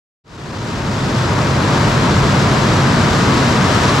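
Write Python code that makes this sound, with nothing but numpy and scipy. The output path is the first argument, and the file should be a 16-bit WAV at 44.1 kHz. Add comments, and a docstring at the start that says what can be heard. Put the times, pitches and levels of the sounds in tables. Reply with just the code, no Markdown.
"""Jet engines spool up at the start of the runway, heard by a stereo microphone under the aircraft.
The exhaust is pure turbulence: a deep rumble alike in both channels, a wider roar, a rasping hiss.
Thrust sags at first; as it builds, the roar and hiss grow while the deep rumble eases.
The sound fades in, under a peak limiter."""
import sys
import numpy as np
from scipy.fft import rfft, irfft, next_fast_len
from scipy.io import wavfile
from scipy.ndimage import uniform_filter1d, minimum_filter1d, map_coordinates

SR = 44100
rng = np.random.default_rng(int(sys.argv[2]) if len(sys.argv) > 2 else 0)


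def inscribe(sig):
    """Save sig as 16-bit PCM at rate SR to the path in sys.argv[1].

    A 1-D sig is mono; a 2-D sig holds one channel per row.
    Samples are clipped to [-1, 1] before scaling.
    """
    pcm = np.round(np.clip(np.atleast_2d(sig).T, -1, 1) * 32767)
    wavfile.write(sys.argv[1], SR, pcm.astype(np.int16))


N = 176400


def amp(db):
    """Decibels to gain."""
    return 10 ** (np.asarray(db) / 20)


def unit(x):
    """Scale to rms 1."""
    return x / np.sqrt(np.mean(x ** 2) + 1e-20)


def along(points, hz):
    """Read (frequency [Hz], value) points on a log axis."""
    knots_hz, values = np.transpose(points)
    return np.interp(np.log(hz + 1), np.log(knots_hz + 1), values)


def curve(rows):
    """Read (time [s], value) points at every sample."""
    return np.interp(np.arange(N) / SR, *np.transpose(rows))


def wobble(rate):
    """A smooth random curve, rate knots a second."""
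    return map_coordinates(rng.standard_normal(N), [np.arange(N) * rate / SR + 8], order=3)


def filtered(x, response):
    """Filter x by a complex response of frequency."""
    size = next_fast_len(N + SR // 4)
    hz = np.fft.rfftfreq(size, 1 / SR)
    return irfft(rfft(x, size) * response(hz), size)[..., :N]


def steadied(x, share, span_s):
    """Even out a share of the swings in level that are slower than span_s."""
    power = np.abs(uniform_filter1d(np.mean(x ** 2, axis=0), int(span_s * SR)))
    return unit(x / (power + 1e-6) ** (share / 2))


def turbulence(colour, burst_db=0):
    """Coloured noise of rms 1 at the microphone's two ports; burst_db bunches it in time."""
    # Likeness of the two ports (frequency [Hz], correlation [0..1])
    likeness = [(30, .97), (80, 0.99), (150, 0.99), (260, 0.95), (450, 0.88), (700, .65), (1200, .65),
                (2000, 0.43), (3200, 0.6), (4200, 0.46), (5300, 0.78), (7500, .42), (12000, .3)]
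    # Balance between the ports (frequency [Hz], left minus right [dB])
    balance = [(200, -0.1), (780, .8), (950, 3), (1500, 4), (3000, 3), (4900, -.5), (7500, 2.5),
               (10000, 3.5), (11700, 5), (14000, 2)]
    # Phase between the ports (frequency [Hz], left lead [rad])
    left_lead = [(100, -0.08), (500, 0.11), (950, -0.13), (1500, 0.067), (2200, -0.31), (3100, -1.3),
                 (3900, -0.045), (6500, -0.15), (12000, -0.067)]

    def ports(hz):
        """Mix two noises into left and right, one in phase and one in opposite phase."""
        turn = np.arccos(along(likeness, hz)) / 2
        common, apart = np.cos(turn), np.sin(turn)
        lean = amp(along(balance, hz) / 2) * np.exp(1j * along(left_lead, hz) / 2)
        left = [common * lean, apart * lean]
        right = [common / lean, -apart / lean]
        return amp(along(colour, hz)) * np.array([left, right])

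    eddies = rng.standard_normal((2, N)) * amp(burst_db)
    return unit(filtered(eddies, ports).sum(axis=1))


def hiss(effort_db, base_db=-25, growth=0.96, rasp_db=1.24, flutter_db=0.28):
    """Fine eddies at the nozzles reach the microphone in tiny bursts."""
    # Spectrum of the fine eddies (frequency [Hz], relative density [dB])
    colour = [(900, -39), (2000, -4.5), (3000, 1), (4000, 0.9), (5200, -1), (6100, -4.5), (7600, -7),
              (8100, -12), (9500, -17.3), (11200, -24.5), (12000, -21), (12800, -28.5), (15000, -34),
              (15600, -42)]
    bursts_db = rasp_db * wobble(rate=900)
    level_db = base_db + growth * effort_db + flutter_db * wobble(rate=22)
    return amp(level_db) * turbulence(colour, bursts_db)


def roar(effort_db, base_db=-17, growth=0.61, flutter_db=0.13):
    """The jets mix with the air in a wide roar that follows the effort and flutters slightly."""
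    # Spectrum of the mixing jets (frequency [Hz], relative density [dB])
    colour = [(120, -35), (280, -3.5), (420, -0.5), (580, -0.2), (700, -1), (770, -.5), (850, -2),
              (925, 2.5), (1050, 0.4), (1250, -0.4), (1600, -3.5), (2000, -7), (2700, -13.5), (4500, -26.5),
              (9000, -72)]
    level_db = base_db + growth * effort_db + flutter_db * wobble(rate=27)
    return amp(level_db) * turbulence(colour)


def rumble():
    """The largest eddies drone far down the plume; their weight shifts upward as the engines spool up."""
    # Deep rumble ahead of the fader (time [s], level [dB])
    deep_level = [(.25, -10), (.8, -13), (1.2, -13), (1.85, -15.5), (2.1, -14.5), (2.6, -15), (3.1, -14.6),
                  (3.5, -17), (4.0, -16.8)]
    # Its spectrum, strongest at 90-150 Hz (frequency [Hz], relative density [dB])
    deep_colour = [(12, -40), (25, -24), (45, -10.5), (70, -9.5), (90, -0.5), (105, 1.5), (118, -2.8),
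                   (133, 2.5), (148, 1), (165, -3.5), (210, -10), (295, -14.5), (350, -10.5), (395, -15.5),
                   (430, -12), (480, -19.5), (590, -18), (800, -33), (2000, -80)]
    # Upper rumble ahead of the fader (time [s], level [dB])
    upper_level = [(.25, -17.5), (.8, -18.5), (1.4, -21.7), (2.0, -22), (2.9, -20.5), (3.4, -18),
                   (3.7, -20.5), (4.0, -19.5)]
    # Its spectrum, strongest near 215 Hz (frequency [Hz], relative density [dB])
    upper_colour = [(80, -50), (150, -17.5), (185, -1), (215, 0), (260, -2.5), (310, -8), (450, -24),
                    (1200, -74)]
    deep = steadied(turbulence(deep_colour), share=0.32, span_s=0.022)
    upper = turbulence(upper_colour)
    return amp(curve(deep_level)) * deep + amp(curve(upper_level)) * upper


def scene(surge_db=0.49):
    """The exhaust from under the aircraft: one unsteady effort drives roar and hiss above the rumble."""
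    # Engine effort (time [s], relative level [dB])
    thrust = [(.25, 4.3), (.9, 0.9), (1.3, -0.7), (1.5, -1.7), (2.0, -1.5), (2.5, -0.6), (2.9, -1.2),
              (3.15, 0.3), (3.45, -0.3), (3.75, 0.3), (4.0, 1)]
    effort_db = curve(thrust) + surge_db * wobble(rate=8.9)
    return rumble() + roar(effort_db) + hiss(effort_db)


def record(dry):
    """The microphone feeds a peak limiter, a fader that opens linearly, and a treble cut-off."""
    limit_db, hold_s = -1.5, 0.0064
    fade_start_s, fade_full_s = 0.239, 1.81
    top_hz = 15650
    hold = int(hold_s * SR)
    peak = np.abs(dry).max(axis=0)
    needed_gain = np.minimum(1, amp(limit_db) / (peak + 1e-9))
    limiter_gain = uniform_filter1d(minimum_filter1d(needed_gain, hold), hold)
    fader = curve([(fade_start_s, 0), (fade_full_s, 1)])
    return filtered(dry * limiter_gain * fader, lambda hz: hz < top_hz)


dry = scene()
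out = record(dry)
inscribe(out)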